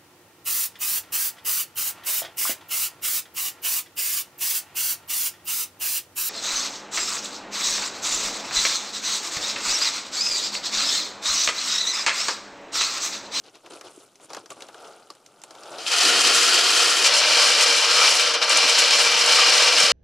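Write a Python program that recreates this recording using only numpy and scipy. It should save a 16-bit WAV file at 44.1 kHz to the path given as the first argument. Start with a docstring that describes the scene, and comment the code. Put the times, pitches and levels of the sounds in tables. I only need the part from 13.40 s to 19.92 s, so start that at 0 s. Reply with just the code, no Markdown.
"""In a quiet forest a man steps over pine needles, lifts a plastic bag and tips dry pet food into a
sheet-metal feeder. The bag crinkles and snaps, the pellets slide down it, then rattle into the hopper
(the feeder's can), whose thin walls ring. The flow chokes once and surges again. Part way through, the
pouring is heard from closer by, at the foot of the feeder, where the pipe and bowl ring too."""
import sys
import numpy as np
from scipy import signal
from scipy.fft import rfft, irfft
from scipy.io import wavfile
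from scipy.ndimage import uniform_filter1d

SR = 44100
rng = np.random.default_rng(int(sys.argv[2]) if len(sys.argv) > 2 else 0)


def waveform_to_disk(signal):
    """Save audio, clipped to [-1, 1], as 16-bit WAV at the path in sys.argv[1]."""
    frames = np.transpose(np.atleast_2d(signal))
    scaled = np.clip(frames, -1, 1) * 32767
    samples = np.round(scaled).astype(np.int16)
    wavfile.write(sys.argv[1], SR, samples)


N = 287532
TIME = np.arange(N) / SR
HZ = np.fft.rfftfreq(N, 1 / SR)
LANDING_S = 2.641  # the pellets reach the bottom of the hopper
# the load slides along the tipped bag: peak_s, rustle_db, rise_db_per_s, fall_db_per_s
SLIDES = [(1.45, -52, 66, 65), (2.35, -46.5, 57.5, 21)]


def pour():
    """The stream of pellets rattles on metal, heard first in the hopper, then at the bowl."""
    # the broad tone of the hopper and of the bowl: pitch_hz, level_db
    hopper_tone = [(180, -36), (270, -19.5), (1000, -10), (1350, -6.5), (1900, -5), (3150, 0.5),
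                   (3450, -6.5), (4700, -1), (6300, -10.5), (8500, -17), (11000, -26.5), (13000, -40)]
    bowl_tone = [(90, -38.5), (180, -33.5), (290, -20.5), (800, -12.5), (1250, -13), (2050, -5), (2550, -3),
                 (3050, -1), (3450, -6), (4200, -1), (5400, -2.5), (6400, -11.5), (8500, -20), (11000, -29),
                 (13000, -43.5)]
    # the notes at which each one rings: pitch_hz, width_hz, boost_db
    hopper_notes = [(366, 74, 6.5), (473, 33, 11), (707, 30, 8), (1375, 48, 5), (3200, 150, -4)]
    bowl_notes = [(310.6, 6.3, 8.5), (468, 6.2, 18.5), (497.4, 14.5, 13.6), (572.3, 12.7, 13.5),
                  (623, 9, 13.8), (764, 31, 3.9), (915, 16, 8.3), (1060, 4.9, 6.9), (1147, 7, 11),
                  (1180, 5.9, 13.5), (1251, 18, 9), (1346, 45, 4.9), (1585, 39, 2.7), (1993, 4.8, 11),
                  (2356, 65, 7), (2850, 110, 1), (3110, 40, 1.8), (3530, 19, 1.9), (4182, 56, 1.6),
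                  (5450, 29, 3.6), (6220, 15, 2.3)]
    close = fade_in(s=3.638, length=0.018)  # 0 at the hopper, 1 at the foot of the feeder
    mids, lows, treble = flow(close)
    hopper = rattle(hopper_tone, hopper_notes, per_s=2600, spread_db=0.9, shimmer_db=7.5, ring_s=0.092)
    bowl = rattle(bowl_tone, bowl_notes, per_s=2200, spread_db=1.7, shimmer_db=9.5, ring_s=0.13)
    stream = shape_bands(hopper, mids, lows, treble) * (1 - close)
    stream += shape_bands(bowl, mids, lows, treble) * close
    # the hopper gives little bass until pellets reach its bottom
    bass = irfft(rfft(stream) / (1 + (HZ / 495) ** 10), N)
    empty = 1 - fade_in(LANDING_S, 0.0025)
    return stream - 0.55 * bass * empty + strays() * treble


def flow(close):
    """Strength of the stream's mids, lows and treble: it builds up, comes in clumps and chokes once."""
    # the tilt of the bag sets the steady stream: time_s, level_db
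    tilt = [(2.58, -21), (2.75, -20), (3.0, -19), (3.6, -20.5), (3.66, -19.5), (4.02, -17.5), (4.42, -20),
            (4.66, -16.5), (4.8, -19.5), (5.22, -20), (5.42, -19), (5.8, -19), (6.03, -16.5), (6.52, -18)]
    # clumps break loose from the bag: start_s, length_s, boost_db, extra_treble_db
    clumps = [(2.39, .03, 7, -1), (2.466, 0.018, 8, 0.5), (2.513, 0.03, 3.5, 1), (2.651, 0.049, 2.5, 2.5),
              (2.837, 0.039, 2, 1.5), (2.948, 0.09, 1, 1.5), (3.132, 0.023, 1, 4), (3.374, 0.022, 1, 1),
              (3.641, 0.033, 4, 3.5), (3.737, 0.055, 0.5, 3), (4.043, .066, 0, 4.5),
              (4.209, .034, 2.5, 5.5), (4.36, 0.024, 0, 5), (4.688, 0.087, -1.5, 4.5),
              (4.796, 0.017, 2.5, 2.5), (4.937, .02, 2.5, 3), (5.016, 0.033, 6, 1), (5.1, 0.03, 5, 5),
              (5.158, 0.031, 5.5, 2), (5.279, 0.04, 2, 3), (5.386, 0.037, 2, 4.5), (5.507, 0.051, 3, 1.5),
              (5.584, 0.067, 1.5, 2.5), (5.914, 0.058, 0.5, 2), (6.13, 0.068, -0.5, 1.5),
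              (6.403, 0.042, 0.5, 2)]
    build_up_db = np.interp(TIME, [2.373, 2.552], [-29, 0])
    steady_db = np.interp(TIME, *np.transpose(tilt)) + build_up_db + 0.6 * wander()
    # the mouth of the bag clogs ever faster, then clears
    choke_db = -10 * np.interp(TIME, [4.81, 5.005, 5.247], [0, 1, 0]) ** 1.8
    clump_db, bite_db = np.zeros(N), 1.25 * wander()
    for s, length, db, extra_db in clumps:
        clump = swell(s, length, rise_s=0.0025, decay_s=0.0057)
        clump_db += db * clump
        bite_db += extra_db * clump
    # a choked stream falls softly, so it loses more treble and fewer lows
    mid_db = steady_db + choke_db + clump_db
    low_db = steady_db - 8 + 0.37 * choke_db + 0.7 * clump_db
    treble_db = mid_db - 9 * (1 - close) - 12 * close + 0.46 * choke_db + bite_db
    return gain_of([mid_db, low_db, treble_db]) * fade_in(2.373, 0.0087)


def rattle(tone, notes, per_s, spread_db, shimmer_db, ring_s, spots=8):
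    """Each pellet ticks, rings the metal's notes and adds a shimmer that differs from spot to spot."""
    blows, spot = impacts(per_s, spread_db), rng.integers(0, spots, N)
    shimmer = sum(ring(blows * (spot == k), tail(ring_s)) for k in range(spots))
    shimmer = cut_lows(shimmer, hz=2000)
    ticks = sum(ring(blows * (spot == k), tail(0.0028)) for k in range(spots))
    return ring(blows + gain_of(-6) * ticks + gain_of(shimmer_db) * shimmer, body(tone, notes))


def strays(spots=6):
    """Single pellets bounce off the rim with short bright ticks."""
    # the tone of the rim: pitch_hz, level_db
    rim_tone = [(2000, -25.5), (4500, 0), (7500, 3.5), (10500, -11.5), (13000, -34)]
    blows, spot = impacts(per_s=110, spread_db=5), rng.integers(0, spots, N)
    ticks = sum(ring(blows * (spot == k), tail(0.019)) for k in range(spots))
    return gain_of(-5.5) * evened(ring(ticks, body(rim_tone)))


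def strikes():
    """A hard hit on bare metal gives a bright crack and a short jangle."""
    # hard pellets hit the metal: start_s, level_db, pitch_hz
    hits = [(2.384, -37, 4300), (2.464, -26, 3300), (2.608, -21, 4200), (5.026, -18, 4200),
            (5.095, -20, 7000), (5.172, -17, 7300), (5.448, -19, 4200), (6.18, -17, 4400)]
    out, t = np.zeros(N), TIME[:SR // 8]
    crack_and_jangle = np.exp(-t / 0.0028) + gain_of(-11) * np.exp(-t / 0.011)
    for s, db, hz in hits:
        burst = rng.standard_normal(len(t)) * crack_and_jangle
        clink = band(band(burst, hz, 1.36), hz, 1.36)
        add(out, s, gain_of(db) * even_attack(clink))
    return out


def wall():
    """The hopper's wall gives a hollow ring whose pitch depends on where the stream lands."""
    # the stream plays on the wall: start_s, length_s, level_db, pitch_hz
    wall_rings = [(2.684, .025, -26, 1410), (2.87, 0.42, -36.5, 1390), (3.474, 0.06, -30.5, 1380),
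                  (4.464, 0.175, -30, 1310), (5.967, 0.094, -28, 1176)]
    out = np.zeros(N)
    for s, length, db, hz in wall_rings:
        hollow = band(impacts(per_s=3000, spread_db=2), hz, 1.06)
        shape = swell(s, length, rise_s=0.018, decay_s=0.018)
        out += gain_of(db) * shape * hollow / np.sqrt(np.average(hollow ** 2, weights=shape))
    return out


def drum():
    """Pellets land on the hopper's bare bottom, whose low boom dies away as they bury it."""
    pitch_hz = 357
    blows = impacts(per_s=2500, spread_db=1.5)
    boom = evened(band(band(blows, pitch_hz, 1.6), pitch_hz, 1.4))
    return gain_of(-34.5) * boom * swell(LANDING_S, 0, rise_s=0.0025, decay_s=0.22)


def bag():
    """The plastic crinkles in tiny ticks at several pitches while the pellets shift inside."""
    # the tone of the bag: pitch_hz, level_db
    bag_tone = [(40, -52), (110, -12.5), (220, -12.5), (330, 1), (680, -1.5), (1000, -6.5), (1400, -4.5),
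                (1750, -16.5), (2900, -14), (10000, -19), (14000, -45)]
    t = TIME[:SR // 10]
    grain = np.exp(-t / 0.00039) + gain_of(-16) * np.exp(-t / 0.0042)  # power of a tick and its scatter
    crinkle = np.zeros(N)
    for hz in np.geomspace(2600, 11000, num=6):
        power = abs(ring(impacts(per_s=67, spread_db=6) ** 2, grain / grain.sum()))
        crinkle += band(np.sqrt(power) * rng.standard_normal(N), hz, 1.2)
    slither = impacts(per_s=3300, spread_db=3.5)
    return shape_bands(ring(crinkle + slither, body(bag_tone)), *handling())


def handling():
    """Strength of the bag's mids, lows and treble: holding, grips and slides add up in power."""
    # hands grip and lift the bag: start_s, length_s, rustle_db, extra_low_db, extra_treble_db
    grips = [(0.041, 0.048, -54.5, 0, -18), (0.138, 0.027, -56, 0, -22), (0.239, 0.036, -57.5, 7.5, -19),
             (0.301, 0.072, -50.5, 5, -4.5), (0.436, 0.049, -51, 4.5, -7), (0.502, 0.15, -61, 3.5, 2.5),
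             (0.809, 0.04, -57.5, 3, 2.5), (0.891, 0.11, -53, 7, -9), (1.1, 0.021, -49.5, 5.5, -3),
             (1.164, 0.099, -57, 7.5, -6)]
    moves = [(np.ones(N), -67.5, 4, -4)]  # a held bag never keeps quite still
    for s, length, db, low_db, treble_db in grips:
        moves.append((swell(s, length, rise_s=0.017, decay_s=0.021), db, low_db, treble_db))
    for s, db, rise, fall in SLIDES:
        moves.append((slide_shape(s, rise, fall), db, -0.5, -7))
    power = np.zeros((3, N))
    for shape, db, low_db, treble_db in moves:
        power += np.outer(gain_of([db, db + low_db, db + treble_db]), shape) ** 2
    return np.sqrt(power)


def sliding():
    """The load runs along the bag, whose hollow gives it a soft, throaty rush."""
    # the tone of pellets in the hollow bag: pitch_hz, level_db
    hollow_tone = [(100, -39), (230, -19), (430, -6.5), (660, -1.5), (900, -5), (1030, -17), (1200, -5.5),
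                   (1400, -5), (1700, -21), (3000, -42)]
    over_rustle_db = 6.5
    strength = sum(gain_of(db + over_rustle_db) * slide_shape(s, up, down) for s, db, up, down in SLIDES)
    return strength * evened(ring(impacts(per_s=4000, spread_db=2), body(hollow_tone)))


def snaps():
    """A crease buckles with a crack and a short crackle; the hollow bag knocks along."""
    # creases snap: start_s, level_db, pitch_hz, knock_over_crack_db
    creases = [(.154, -49, 2800, -7), (0.262, -46, 3150, -3), (.411, -41, 2420, -2.5),
               (.756, -51.5, 5330, -29), (0.798, -61, 2500, 9), (.903, -45.5, 2880, 4),
               (.933, -36.5, 4870, -3), (.947, -36.5, 2660, -3), (0.967, -40.5, 4730, 4.5),
               (1.059, -45.5, 4940, -3.5), (1.104, -37.5, 6300, -22), (1.206, -42.5, 2580, -8),
               (1.222, -37, 3740, -7), (1.286, -46.5, 3030, 2.5), (1.344, -45.5, 3400, 1),
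               (1.703, -39, 4700, -6.5), (1.751, -54, 7500, -5), (1.862, -46.5, 5560, -25),
               (2.017, -47, 5500, -23), (2.037, -39, 6740, -5.5), (2.108, -43.5, 4930, -3),
               (2.151, -48, 3480, 1), (2.234, -42.5, 4500, -11)]
    out, t = np.zeros(N), TIME[:SR // 5]
    for s, db, hz, knock_db in creases:
        burst = rng.standard_normal(len(t)) * (np.exp(-t / 0.003) + gain_of(-16) * np.exp(-t / 0.021))
        crack = band(burst, hz, 1.21) + gain_of(1) * band(burst, 3630, 1.85)
        jolt = rng.standard_normal(len(t)) * np.exp(-t / 0.01)
        knock = band(band(jolt, 570, 2.3), 790, 2.4)
        add(out, s, gain_of(db) * (even_attack(crack) + gain_of(knock_db) * even_attack(knock)))
    return out


def lid():
    """The feeder's thin lid answers a knock with one note that dies quickly."""
    # light knocks on the lid: start_s, level_db
    knocks = [(0.972, -39), (1.119, -34.5), (1.702, -36)]
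    out, t, hz = np.zeros(N), TIME[:SR // 5], 1150
    clank = band(np.exp(-t / 0.0088) * np.sin(2 * np.pi * hz * t), hz, 2.3)
    for s, db in knocks:
        add(out, s, gain_of(db) * clank)
    return out


def bumps():
    """Feet and the shifting load make soft, low thuds."""
    # dull thuds: start_s, peak_db, pitch_hz
    thuds = [(0.574, -38, 330), (1.036, -42, 400), (5.244, -34, 259), (5.75, -45, 193), (6.43, -35, 205)]
    out, t = np.zeros(N), TIME[:SR // 4]
    for s, db, hz in thuds:
        thud = band(rng.standard_normal(len(t)) * np.exp(-t / 0.0052), hz, 1.18)
        add(out, s, gain_of(db) * thud / abs(thud).max())
    return out


def forest():
    """A faint, even wash of outdoor air."""
    # the tone of the air: pitch_hz, level_db
    air_tone = [(25, -10), (60, -19), (130, -1), (400, 1), (1350, -12), (1900, -21), (9000, -14),
                (14000, -25)]
    air = irfft(rfft(rng.standard_normal(N)) * gain_at(air_tone, HZ), N)
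    return gain_of(-65) * evened(air)


def impacts(per_s, spread_db):
    """Random tiny blows of uneven size at a steady average power."""
    signs = (rng.random(N) < per_s / SR) * rng.choice([-1, 1], N)
    blows = signs * gain_of(spread_db * np.minimum(rng.exponential(1, N), 4))
    return blows / np.sqrt(abs(uniform_filter1d(blows ** 2, size=4000)) + 1e-6)


def body(tone, notes=(), size=8192):
    """How an object with a broad tone and ringing notes answers one sharp tap."""
    hz = abs(np.fft.fftfreq(size, 1 / SR))
    peaks = sum(gain_of(db) ** 2 / (1 + (2 * (hz - pitch) / width) ** 2) for pitch, width, db in notes)
    log_gain = np.log(gain_at(tone, hz) * np.sqrt(1 + peaks))
    spectrum = np.exp(np.conj(signal.hilbert(log_gain)))  # puts all the ringing after the tap
    return np.fft.ifft(spectrum).real[:size // 2]


def tail(fade_s):
    """A cloud of tiny echoes that fades by 60 dB in the given time."""
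    t = TIME[:SR // 2]
    cloud = rng.standard_normal(len(t)) * np.exp(-np.log(1000) * t / fade_s)
    return cloud / np.linalg.norm(cloud)


def ring(x, response):
    """Lets a sound ring through an object, given its answer to one tap."""
    return signal.oaconvolve(x, response)[:len(x)]


def shape_bands(x, mid_level, low_level, treble_level):
    """Gives a sound's mids, lows and treble each their own strength over time."""
    low = 1 / (1 + (HZ / 1600) ** 12)
    high = 1 - 1 / (1 + (HZ / 6500) ** 12)
    lows, mids, treble = (evened(irfft(rfft(x) * share, N)) for share in (low, 1 - low - high, high))
    return mid_level * mids + low_level * lows + treble_level * treble


def band(x, hz, ratio):
    """Keeps the pitches within a ratio above and below a centre."""
    return signal.sosfilt(signal.butter(2, [hz / ratio, hz * ratio], "band", fs=SR, output="sos"), x)


def cut_lows(x, hz):
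    """Turns down everything below a pitch."""
    return signal.sosfilt(signal.butter(2, hz, "high", fs=SR, output="sos"), x)


def fade_in(s, length):
    """Rises from 0 to 1 around a time."""
    return np.clip((TIME - s) / length + 0.5, 0, 1)


def swell(s, length, rise_s, decay_s):
    """One event rises, holds and dies away."""
    return fade_in(s, rise_s) * np.exp(-np.maximum(TIME - s - length, 0) / decay_s)


def slide_shape(s, rise, fall):
    """A slide gathers speed up to its peak, then comes to rest."""
    return gain_of(-np.maximum(rise * (s - TIME), fall * (TIME - s)))


def wander():
    """A slow random drift with a typical size of 1."""
    return evened(uniform_filter1d(uniform_filter1d(rng.standard_normal(N), size=1500), size=700))


def gain_of(db):
    """Turns decibels into a factor."""
    return 10 ** (np.asarray(db) / 20)


def gain_at(curve, hz):
    """Reads a factor off a curve of pitch_hz, level_db points."""
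    pitches, db = np.transpose(curve)
    return gain_of(np.interp(np.log(hz + 1), np.log(pitches + 1), db))


def evened(x):
    """Scales a sound to an average power of 1."""
    return x / np.sqrt(np.mean(x ** 2) + 1e-20)


def even_attack(x):
    """Scales a sound so that its first 5 ms have a strength of 1."""
    return x / np.std(x[:SR // 200])


def add(mix, s, sound):
    """Mixes a sound in at a time."""
    part = mix[round(s * SR):][:len(sound)]
    part += sound[:len(part)]


def scene():
    """All sounds come from nearly straight ahead; scatter from ground and trunks widens the treble."""
    # scattered sound against direct sound: pitch_hz, level_db
    scatter = [(600, -28), (1400, -18), (5600, -8), (10000, -2)]
    # the sound leans a little to one side: pitch_hz, left_over_right_db
    balance = [(100, 0), (400, 2), (1300, 0.5), (2600, 3), (8000, -0.8)]
    mid = pour() + strikes() + wall() + drum() + bag() + sliding() + snaps() + lid() + bumps() + forest()
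    hz, _, slices = signal.stft(mid, SR, nperseg=256)
    scrambled = slices * np.exp(2j * np.pi * rng.random(slices.shape)) * gain_at(scatter, hz)[:, None]
    side = signal.istft(scrambled, SR, nperseg=256)[1][:N]
    side = cut_lows(side, hz=250)  # the bass stays central
    lean = np.sqrt(gain_at(balance, HZ))
    return irfft(np.array([rfft(mid + side) * lean, rfft(mid - side) / lean]), N)


def record(dry):
    """Gently squashes the tallest peaks, then cuts the very highest treble."""
    ceiling, top_hz = gain_of(-2.5), 15300
    squashed = dry / (1 + (dry / ceiling) ** 6) ** (1 / 6)
    treble_cut = signal.firwin(511, top_hz, window=("kaiser", 9), fs=SR)
    return signal.oaconvolve(squashed, treble_cut[None], "same")


dry = scene()
out = record(dry)
waveform_to_disk(out)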